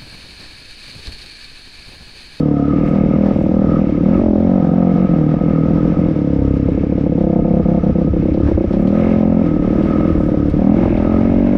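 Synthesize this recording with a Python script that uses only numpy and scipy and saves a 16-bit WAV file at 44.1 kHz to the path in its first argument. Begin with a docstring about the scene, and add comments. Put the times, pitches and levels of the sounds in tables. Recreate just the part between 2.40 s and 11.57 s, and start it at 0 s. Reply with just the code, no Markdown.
"""Forest trail, riding a single-cylinder dirt bike, the microphone muffled in a sealed case on the rider's helmet.
Each exhaust pulse rings the pipe modes; cycles burn fully or weakly as the throttle works, and some miss.
Rough gas rushes out with each pulse, and the frame hums at the firing rate and its double.
A loose panel and a bracket ring at their resonances; tyres, chain and valve gear make broad noise.
Low noise is wind on the case, clusters of tiny snaps are brush, short noise bursts are ticks and jolts."""
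import sys
import numpy as np
from scipy import signal
from scipy.fft import rfft, irfft, next_fast_len
from scipy.io import wavfile
from scipy.ndimage import map_coordinates

SR = 44100
rng = np.random.default_rng(int(sys.argv[2]) if len(sys.argv) > 2 else 0)


def generate_wav(signal):
    """Clip the signal to [-1, 1] and save it as 16-bit WAV at the path in sys.argv[1]."""
    frames = np.transpose(np.atleast_2d(signal))
    scaled = np.clip(frames, -1, 1) * 32767
    pcm = np.round(scaled).astype(np.int16)
    wavfile.write(sys.argv[1], SR, pcm)


def linear_from_db(decibels):
    """Turn decibels (scalar or array-like) into linear amplitude factors; 0 gives 1."""
    return 10 ** (np.asarray(decibels, float) / 20)


N = 404397   # samples


def rms_one(x):
    """Scale to rms 1."""
    return x / np.sqrt(np.mean(x ** 2) + 1e-20)


def in_time(rows, s):
    """Columns of a curve table, interpolated at times s."""
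    at, *columns = np.transpose(rows)
    return [np.interp(s, at, column) for column in columns]


def coloured(spectrum):
    """Noise shaped to a (hz, density_db) spectrum, then scaled to rms 1."""
    hz, db = np.transpose(spectrum)
    size = next_fast_len(N)
    grid_hz = np.maximum(np.arange(size // 2 + 1) * SR / size, 1)
    shape = linear_from_db(np.interp(np.log(grid_hz), np.log(hz), db, left=-90, right=-120))
    white = rng.standard_normal(size)
    return rms_one(irfft(rfft(white) * shape, size)[:N])


def drift(rate):
    """Smooth chance curve through unit-spread random knots, rate knots per second."""
    knots = rng.standard_normal(2000)
    return map_coordinates(knots, [np.arange(N) * rate / SR], order=3)


def add(out, s, sound):
    """Mix a short sound in at time s."""
    i = int(round(s * SR))
    out[i:i + len(sound)] += sound[:max(len(out) - i, 0)]


# Engine speed: start_s [s], pulse_rate_hz [exhaust pulses per s]
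ENGINE_SPEED = [(0.0, 37.43), (0.23, 34.92), (0.38, 39.77), (0.98, 39.84), (1.04, 38.07), (1.36, 41.14),
                (1.6, 34.06), (1.77, 47.97), (1.92, 41.18), (2.15, 47.68), (2.23, 44.05), (2.67, 45.81),
                (2.83, 37.43), (3.0, 42.37), (3.19, 39.46), (3.6, 44.09), (3.84, 34.63), (4.34, 32.91),
                (4.57, 35.72), (4.94, 32.78), (5.09, 34.04), (5.9, 32.83), (6.02, 36.69), (6.25, 29.42),
                (6.57, 42.92), (7.04, 43.39), (7.17, 35.18), (7.67, 43.08), (7.78, 36.16), (8.19, 36.34),
                (8.4, 45.38), (8.54, 39.67), (8.77, 44.85), (9.17, 48.16)]


def engine_turns():
    """Running count of engine cycles, one exhaust pulse each: the integral of the pulse rate."""
    pulse_rate_hz, = in_time(ENGINE_SPEED, np.arange(N) / SR)
    return 0.02 + np.cumsum(pulse_rate_hz) / SR   # 0.02 of a cycle is gone at time zero


# Throttle, held until the next row: start_s [s], full_burns [share of cycles, 0 shut to 1 open]
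THROTTLE_HELD = [(0, 0), (.32, .5), (.475, .5), (.55, 1), (.6, .5), (.75, 1), (.9, .5), (1.05, .9),
                 (1.235, .5), (1.41, 1), (1.435, .5), (1.485, .34), (1.62, 1), (1.75, .95), (2.19, .5),
                 (2.35, 1), (2.51, .9), (2.68, 0), (2.73, .125), (2.93, .34), (3.1, .17), (3.3, .34),
                 (3.67, 0), (4.27, .4), (4.77, 1), (4.98, .96), (5.6, .5), (5.75, .75), (6.05, 0),
                 (6.08, 1), (7.03, 0), (7.15, .36), (7.26, .5), (7.34, .5), (7.64, .34), (7.93, .17),
                 (8.18, 1), (8.34, .5), (8.54, 1)]
# Cycles with no burn: a faint weak pulse, 13.5 dB down, with a dull puff: start_s [s], puff_db [dB]
MISFIRES = [(.94, -26), (2.67, -22), (2.99, -36.5), (3.55, -32), (3.74, -21), (5.23, -13), (5.41, -26),
            (5.53, -24), (5.71, -8), (6.15, -8), (6.28, -10), (7.73, -11.5), (8.11, -13)]


def full_burns(starts):
    """At part throttle fresh charge gathers over some weak cycles before each full burn; misfires do not burn."""
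    since, opening = np.transpose(THROTTLE_HELD)
    row = np.searchsorted(since, starts + .004) - 1
    cycles = np.arange(len(row)) - np.searchsorted(row, row)   # since the throttle moved
    charge = opening[row] * cycles + 1e-6
    burns = np.floor(charge) > np.floor(charge - opening[row])
    missed = {np.argmin(abs(starts + .004 - s)): puff_db for s, puff_db in MISFIRES}
    burns[list(missed)] = False
    return burns, missed


def swell(hz, decay_ms):
    """A pipe mode fed through a chamber: its envelope peaks at 1 after one decay time, then dies."""
    u = np.arange(2600) / SR
    k = u * 1000 / decay_ms
    return k * np.exp(1 - k) * np.sin(2 * np.pi * hz * u)


# Seven pipe modes, lowest first, before the trims, wander and stretch below:
# pitch_hz [Hz], level_db [dB], decay_ms [ms], polarity [signed gain]
COOL_GAS_MODES = [(87.5, -14.5, 2.9, 0.9), (181.7, -7.5, 2.95, 0.97), (252.5, -23, 4.3, -1.1),
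                  (320, -6, 3.6, -0.36), (501.5, -9, 2.97, -0.43), (680, -22.5, 3.8, -0.3),
                  (871, -38.5, 4, 0.77)]   # full burn, cool gas
HOT_GAS_MODES = [(97, -18, 4.1, 1), (214, -7, 3.3, 0.95), (300, -12, 3.2, -0.57), (340.5, -6.5, 1.2, -0.41),
                 (565, -6.5, 2.1, -0.34), (755, -30.5, 3.6, -0.31), (940, -37, 2.5, 0.53)]   # full burn, hot gas
WEAK_BURN_MODES = [(76, -28.5, 4, 0.92), (152.2, -12.5, 5.6, -0.96), (215.8, -16.5, 3.6, 0.66),
                   (280, -9, 4.48, -0.64), (470, -2, 2.34, -0.15), (695, -26.5, 8.6, -0.084),
                   (872, -50.5, 6.7, 0.81)]   # weak burn or miss
# Engine load: start_s [s], bark_db [dB], sharpness_db [dB], heat [0 cool to 1 hot gas]
ENGINE_LOAD = [(0, -16, 11.5, 0.15), (.3, -19.5, 9, 0.066), (.56, -12.5, 2, 0.35), (1, -16, 9, 0.51),
               (1.4, -13.5, 3.5, 0.41), (1.52, -20, 1, 0.31), (1.7, -10.5, 3, 0.26), (1.82, -24, 7.5, 1.18),
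               (2.1, -13, 3.5, 0.47), (2.25, -13, 3, 0.37), (2.4, -12, 0.5, 0.25), (2.58, -12.5, 1, 0.13),
               (2.7, -11, -1.5, 0.42), (2.9, -14, 0.5, 0.2), (3.19, -13.5, 0, 0.23), (3.5, -14.5, 1, 0.3),
               (3.72, -16.5, 12, 0.4), (4.03, -20.5, 20, .1), (4.35, -20.5, 8.5, 0.044),
               (4.8, -17.5, 9.5, 0.049), (5.3, -14, 10, 0.053), (5.6, -15, 6, 0.094), (5.8, -20.5, 1, .1),
               (6.18, -24.5, 8, 0.45), (6.4, -14, 1.5, 0.36), (6.7, -16.5, 6, 0.65), (7.02, -13, 2, 0.54),
               (7.1, -18.5, 6, 0.44), (7.6, -17, 1, 0.57), (7.78, -19, 11, 0.59), (8.12, -20, 10.5, 0.3),
               (8.28, -10, 1, 0.72), (8.45, -21, 9, 1.18), (8.65, -19, 2.5, 0.99), (9, -15, -1.5, 0.94),
               (9.17, -15, 3, 1)]
# Back pressure makes the middle modes ring on: start_s [s], pressure_db [dB], sixth_mode_db [dB]
PIPE_PRESSURE = [(0, 2, -1.5), (.18, 2, 15), (.3, 3, 4), (.45, 1.7, 6), (1, 1.4, -1.5), (1.5, 1.8, -0.5),
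                 (1.9, 3, 6), (2.2, 1, 10.5), (2.6, 2.5, 9.5), (3, 1.4, 10.5), (3.5, 1.9, 1.5),
                 (4, 1.5, -6.5), (4.5, 1, -6.5), (5, 2.5, 4.5), (5.5, 3, 1), (6, 1.8, -1), (6.4, 3, 0),
                 (6.9, 1.8, 5.5), (7.3, 2.2, -5), (7.8, 1.9, -7), (8.2, 2, 6.5), (8.6, 1.3, 12.5),
                 (9.17, 2.5, -7)]
# Gain of each pipe mode: share [dB per dB]; with bark, the lowest booms on the overrun
FULL_BARK_SHARES = [-0.39, 0.58, 1, -0.65, -0.012, 0.7, 0.92]
WEAK_BARK_SHARES = [-3.5, 1, 0, -0.13, 0.96, 0.91, 0.4]
SHARPNESS_SHARES = [0.29, 0.16, 0, 0.014, 0.38, 1, 0.75]
PIPE_PRESSURE_SHARES = [-1.3, -0.14, 1, 0.94, -0.45, -1.1, -1.1]


def exhaust(turns):
    """Each cycle's pulse sets seven pipe modes swelling and dying; a short snap opens each full burn."""
    starts = np.searchsorted(turns, np.arange(int(turns[-1]) + 1)) / SR
    bark_db, sharp_db, heat = in_time(ENGINE_LOAD, starts)
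    heat = np.clip(heat, 0, 1.3)
    pressure_db, sixth_db = in_time(PIPE_PRESSURE, starts)
    burns, missed = full_burns(starts)

    bark_shares = np.where(burns[:, None], FULL_BARK_SHARES, WEAK_BARK_SHARES)
    trims_db = (bark_db + 16)[:, None] * bark_shares   # bark counts from -16 dB
    trims_db += np.outer(sharp_db, SHARPNESS_SHARES)
    trims_db += np.outer(pressure_db, PIPE_PRESSURE_SHARES)
    trims_db += np.outer(sixth_db, np.arange(7) == 5)
    # a full burn after a weak or missed cycle is slightly quieter
    trims_db += -0.5 * (burns & ~np.roll(burns, 1))[:, None]

    cool, hot, weak = np.array(COOL_GAS_MODES), np.array(HOT_GAS_MODES), np.array(WEAK_BURN_MODES)
    stretch = 1 + 0.25 * pressure_db   # back pressure lengthens the ringing
    chance = rng.standard_normal((len(starts), 16))
    out = np.zeros(N)
    for k, s in enumerate(starts):
        # sound is faster in hot gas, so the modes rise
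        if burns[k]:
            modes = cool + heat[k] * (hot - cool)
        else:
            modes = weak * [1 + 0.2 * heat[k], 1, 1, 1]
        # each mode wanders alone, and all wander together
        wander_db = [.6, .5, .6, .7, .8, 1.2, 1.5] * chance[k, :7]
        wander_db = wander_db + [0, .3, .6, .6, .7, .9, .9] * chance[k, 15:]
        detune = [.008, .005, .008, .009, .013, .013, .016] * chance[k, 7:14] + .006 * chance[k, 14]
        pulse = 0
        for m, (hz, db, decay_ms, polarity) in enumerate(modes):
            gain = linear_from_db(db + trims_db[k, m] + wander_db[m])
            ring = swell(hz * (1 + detune[m]), max(decay_ms * stretch[k], 1.5))
            pulse = pulse + polarity * gain * ring
        if k in missed:   # the unburnt charge leaves as a low puff
            pulse = linear_from_db(-13.5) * pulse + linear_from_db(missed[k]) * swell(74, 5.9)
        leaves = s - .0013 * heat[k] * burns[k]   # a full burn in hot gas leaves sooner
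        add(out, max(leaves, 0), pulse)
        if burns[k]:   # the snap runs 1.5 ms ahead
            snap_db = -25 + 0.094 * sharp_db[k] + 1.5 * chance[k, 6]
            add(out, leaves - .0015, linear_from_db(snap_db) * swell(656, 1.3))
    return out


def silencer(pulses):
    """A low-pass at 1500 Hz takes the edge off each pulse."""
    return signal.sosfilt(signal.butter(4, 1500, fs=SR, output="sos"), pulses)


# Turbulent gas at the outlet: start_s [s], level_db [dB]
OUTLET_RUSH = [(0, -35.5), (.6, -38), (1.5, -37), (1.9, -43.5), (2.2, -30), (2.6, -32), (2.9, -32),
               (3.4, -34), (4, -43.5), (4.8, -41), (5.5, -40), (6.2, -40.5), (6.7, -31.5), (7.2, -33),
               (7.6, -29.5), (8.1, -42.5), (8.45, -27.5), (9.17, -26.5)]
# Its relative spectrum: pitch_hz [Hz], density_db [dB per Hz]
OUTLET_SPECTRUM = [(300, -18), (450, 2.5), (700, 0.5), (900, -5.5), (1200, -15), (2000, -18.5), (3500, -35),
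                   (5000, -46)]


def rush(turns):
    """Each pulse drags a puff of rough noise out of the pipe, no two alike."""
    k = (turns % 1) / 0.17   # the puff peaks 0.17 of a cycle in
    strength_db = 2.5 * rng.standard_normal(2000)[turns.astype(int)]
    level_db, = in_time(OUTLET_RUSH, np.arange(N) / SR)
    return linear_from_db(level_db + strength_db) * k * np.exp(1 - k) * coloured(OUTLET_SPECTRUM)


# Frame hum: start_s [s], first_order_db [peak dB], second_order_db [peak dB]
FRAME_HUM = [(0, -34.5, -40), (.8, -31, -32.5), (1.9, -34.5, -32.5), (3, -36, -36), (3.7, -33.5, -31),
             (4.4, -31.5, -32), (5.1, -32.5, -25), (5.8, -31.5, -21.5), (6.3, -29.5, -31.5),
             (6.9, -32, -38), (7.8, -32, -27), (8.4, -25.5, -32.5), (9.17, -31, -34)]


def thrum(turns):
    """The frame hums as two sines on the first two orders of the firing rate."""
    first_db, second_db = in_time(FRAME_HUM, np.arange(N) / SR)
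    first = linear_from_db(first_db) * np.sin(2 * np.pi * (turns - .3))
    second = linear_from_db(second_db) * np.sin(4 * np.pi * (turns - .1))
    return first + second


# Resonances of each loose part: pitch_hz [Hz], width_hz [Hz], level_db [relative dB]
PANEL_MODES = [(1275, 58, 0), (1215, 70, -7), (1155, 30, -14), (1400, 20, -19)]
BRACKET_MODES = [(2150, 230, 0), (2600, 500, -5), (1680, 130, -7), (3720, 200, -19)]


def buzz(turns, modes, level_db, throb_db, lag, knock_db, patchy_db):
    """A loose part rings at its resonances: knocked about once a cycle and shaken by the frame."""
    fade_db = -2 * throb_db * ((turns - lag) % 1)   # across each cycle
    shake = rng.standard_normal(N) * linear_from_db(fade_db + 1.0 * drift(25))
    knocked = np.diff(np.floor(turns - lag + .03 * drift(40)), prepend=0) > 0
    knocks = knocked * linear_from_db(1.8 * drift(30))
    drive = rms_one(shake) + linear_from_db(knock_db) * rms_one(knocks)
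    out = 0
    for m, (hz, width_hz, db) in enumerate(modes):
        r = np.exp(-np.pi * width_hz / SR)   # pole radius
        section = [1, 0, -1, 1, -2 * r * np.cos(2 * np.pi * hz / SR), r * r]
        ring = rms_one(signal.sosfilt([section, section], drive))
        out = out + (-1) ** m * linear_from_db(db) * ring
    return linear_from_db(level_db + patchy_db * drift(4.8)) * out


# Relative noise spectra: pitch_hz [Hz], density_db [dB per Hz]
ROAR_SPECTRUM = [(400, 10.5), (650, 2.5), (800, -9), (1100, -8), (1400, -10.5), (1650, -11.5),
                 (2000, -15.5), (2600, -29), (4000, -40.5)]
CLATTER_SPECTRUM = [(1500, -8), (2500, -4.5), (3100, -5), (3600, -7), (4200, -11.5), (5500, -11),
                    (7200, -25), (9000, -28), (10300, -34), (10700, -45), (12000, -35), (13000, -38.5),
                    (14500, -50)]


def clatter(turns, roar_db, clatter_db):
    """Tyres, chain and valve gear: two broad noises that throb faintly with the cycle and flicker."""
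    throb_db = 1.0 * np.cos(4 * np.pi * (turns - .2)) + 1.0 * np.cos(2 * np.pi * (turns - .3))
    flicker_db = 1.0 * drift(30)
    roar_level_db = roar_db + 0.35 * throb_db + flicker_db + 0.82 * drift(26)
    roar = linear_from_db(roar_level_db) * coloured(ROAR_SPECTRUM)
    return roar + linear_from_db(clatter_db + throb_db + flicker_db) * coloured(CLATTER_SPECTRUM)


# Wind on the case: start_s [s], level_db [relative dB]
WIND_GUSTS = [(0, -29.5), (.15, -51.5), (.43, -32.5), (1.1, -31.5), (1.9, -30.5), (2.3, -36), (3.7, -28.5),
              (3.9, -36.5), (4.3, -27.5), (4.65, -38.5), (5.03, -28), (5.4, -30), (5.72, -27), (6.1, -28.5),
              (6.9, -31.5), (7.76, -27.5), (8.2, -28.5), (8.9, -24.5), (9.17, -29)]
# Its relative spectrum: pitch_hz [Hz], density_db [dB per Hz]
WIND_SPECTRUM = [(15, -24), (30, -11.5), (45, -9.5), (70, -13), (110, -15), (200, -17), (400, -26),
                 (900, -59)]


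def wind():
    """Lumpy low buffeting on the case: bass noise whose level follows the gusts and drifts."""
    gust_db, = in_time(WIND_GUSTS, np.arange(N) / SR)
    lumps_db = 1.0 * drift(10)
    return linear_from_db(gust_db + 7.0 + lumps_db) * coloured(WIND_SPECTRUM)


# Leaves and brush sweep past: middle_s [s], length_s [s, between the 1/e points], level_db [dB]
BRUSH_SWEEPS = [(0.496, .08, -63.5), (1.012, 0.16, -65.5), (1.75, 0.13, -73), (6.05, 0.13, -77),
                (6.5, 0.37, -70.5), (7.445, 0.57, -73), (7.846, .15, -67), (8.595, 0.36, -71.5)]


def rustle():
    """Leaves and brush: dense tiny snaps, about 1500 a second, that swell and fade."""
    now = np.arange(N) / SR
    swells = sum(linear_from_db(db) * np.exp(-((now - s) * 2 / length) ** 2) for s, length, db in BRUSH_SWEEPS)
    snap_db = 4.0 * np.minimum(rng.exponential(1, N), 5)
    snaps = (rng.random(N) < 1500 / SR) * linear_from_db(snap_db) * rng.choice([-1, 1], N)
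    band = signal.butter(1, [4500, 9500], "band", fs=SR, output="sos")
    bright = signal.sosfilt(band, snaps + 1e-18)
    softened = signal.sosfilt(signal.butter(4, 11000, fs=SR, output="sos"), bright)
    return swells * rms_one(softened)


# Twigs and grit on the helmet: start_s [s], level_db [relative dB]
HELMET_TICKS = [(0.4888, -55.5), (1.0294, -61), (6.4194, -57), (6.6119, -63), (7.862, -58), (8.098, -50.5)]


def ticks():
    """Twigs and grit tap the helmet: bright noise bursts that die in a few milliseconds."""
    out, u = np.zeros(N), np.arange(900) / SR
    bursts = rng.standard_normal((len(HELMET_TICKS), 900))
    for (s, db), burst in zip(HELMET_TICKS, bursts):
        add(out, s, linear_from_db(db + 8.0) * burst * np.exp(-u / .003))
    band = signal.butter(2, [6000, 10000], "band", fs=SR, output="sos")
    return signal.sosfilt(band, out + 1e-18)


# Chain and levers rattle over roots: start_s [s], level_db [relative dB]
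ROOT_JOLTS = [(0.5512, -38), (0.7552, -55), (1.9989, -40), (2.9946, -49), (5.8207, -39.5), (5.9389, -33),
              (6.3296, -31), (6.4717, -31), (6.5526, -40.5), (7.4261, -33), (7.5024, -38), (8.0985, -33.5),
              (8.571, -32), (8.7416, -58)]


def jolts(count=16):
    """Chain and levers rattle over roots: dull noise bursts, with lesser ones at random times."""
    out, u = np.zeros(N), np.arange(2200) / SR
    small_s = rng.random(count) * N / SR
    small_db = -47 + 2 * rng.standard_normal(count)   # same scale as the table
    for s, db in [*zip(small_s, small_db), *ROOT_JOLTS]:
        add(out, s, linear_from_db(db - 4.0) * rng.standard_normal(2200) * np.exp(-u / 0.02))
    band = signal.butter(3, [1500, 4500], "band", fs=SR, output="sos")
    return signal.sosfilt(band, out + 1e-18)


# How hard the trail shakes the bike, and how loose the panel and bracket sit:
# start_s [s], shake_db [relative dB], panel_db [relative dB], bracket_db [relative dB]
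TRAIL_SHAKE = [(0.03, -53.5, -42, -57), (0.05, -53.5, -44.5, -54), (0.26, -52.5, -35, -50.5),
               (0.48, -51, -36.5, -42.5), (0.59, -52, -38, -43), (0.61, -52, -42, -42.5),
               (0.69, -52, -41.5, -45), (0.76, -52, -36, -41), (0.79, -52, -53, -51), (0.84, -53, -38, -39),
               (0.86, -49.5, -54.5, -54), (0.91, -51, -37.5, -46.5), (1.04, -53, -51, -45.5),
               (1.17, -53, -45, -54), (1.37, -49.5, -32, -46.5), (1.42, -52.5, -44, -45.5),
               (1.7, -51.5, -47, -50), (1.75, -51, -35.5, -42.5), (1.93, -54.5, -58, -55),
               (2.05, -52.5, -45, -51), (2.63, -52.5, -38, -47.5), (2.83, -52.5, -42.5, -51),
               (3.1, -53, -40, -50), (3.37, -50.5, -38, -48), (3.82, -53, -48.5, -51.5),
               (4.25, -52.5, -49, -49), (4.35, -53.5, -51, -47.5), (4.73, -54, -55, -51.5),
               (4.9, -55, -49, -53.5), (5.06, -55.5, -44, -49), (5.4, -53, -44, -53),
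               (5.87, -53.5, -49.5, -50), (5.92, -54, -54, -46), (6.02, -52, -38.5, -57),
               (6.07, -48, -46, -50), (6.18, -53.5, -50.5, -47.5), (6.53, -51.5, -42, -46.5),
               (6.6, -48.5, -39.5, -40.5), (6.96, -54.5, -46, -50), (7.06, -50, -37.5, -42),
               (7.13, -52.5, -41, -50.5), (7.46, -49.5, -42, -45.5), (7.54, -49, -35, -45),
               (7.97, -51.5, -44.5, -54), (8.33, -53, -48.5, -47), (8.42, -48, -42, -42.5),
               (8.55, -52.5, -53, -42), (8.68, -50, -34.5, -44), (9.11, -52, -55.5, -43.5)]


def scene():
    """Every sound of the bike and the trail adds up at one microphone."""
    turns = engine_turns()
    shake_db, panel_db, bracket_db = in_time(TRAIL_SHAKE, np.arange(N) / SR)
    roar_db = -35 + 1.7 * (shake_db + 53)   # rises faster than the shake

    engine = silencer(exhaust(turns)) + rush(turns) + thrum(turns)
    panel = buzz(turns, PANEL_MODES, panel_db - 0.4, throb_db=6.0, lag=.63, knock_db=0.0, patchy_db=-0.66)
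    bracket = buzz(turns, BRACKET_MODES, bracket_db - 4.0, throb_db=5.0, lag=.6, knock_db=-8.0, patchy_db=1.6)
    noise = clatter(turns, roar_db, shake_db - 1.0) + wind()
    trail = rustle() + ticks() + jolts()
    return (engine + panel + bracket + noise + trail)[None]


def low_pass(x):
    """Removes everything above the highest recorded frequency."""
    return signal.sosfilt(signal.butter(12, 14900, fs=SR, output="sos"), x)


def record(dry):
    """The microphone loses the deepest bass, and the loudest peaks are rounded."""
    bass_cut = signal.butter(1, 18, "high", fs=SR, output="sos")
    heard = signal.sosfilt(bass_cut, dry)
    top = .88   # peaks bend towards this level
    rounded = heard / (1 + (abs(heard) / top) ** 4) ** (1 / 4)
    return low_pass(rounded)


dry = scene()
out = record(dry)
generate_wav(out)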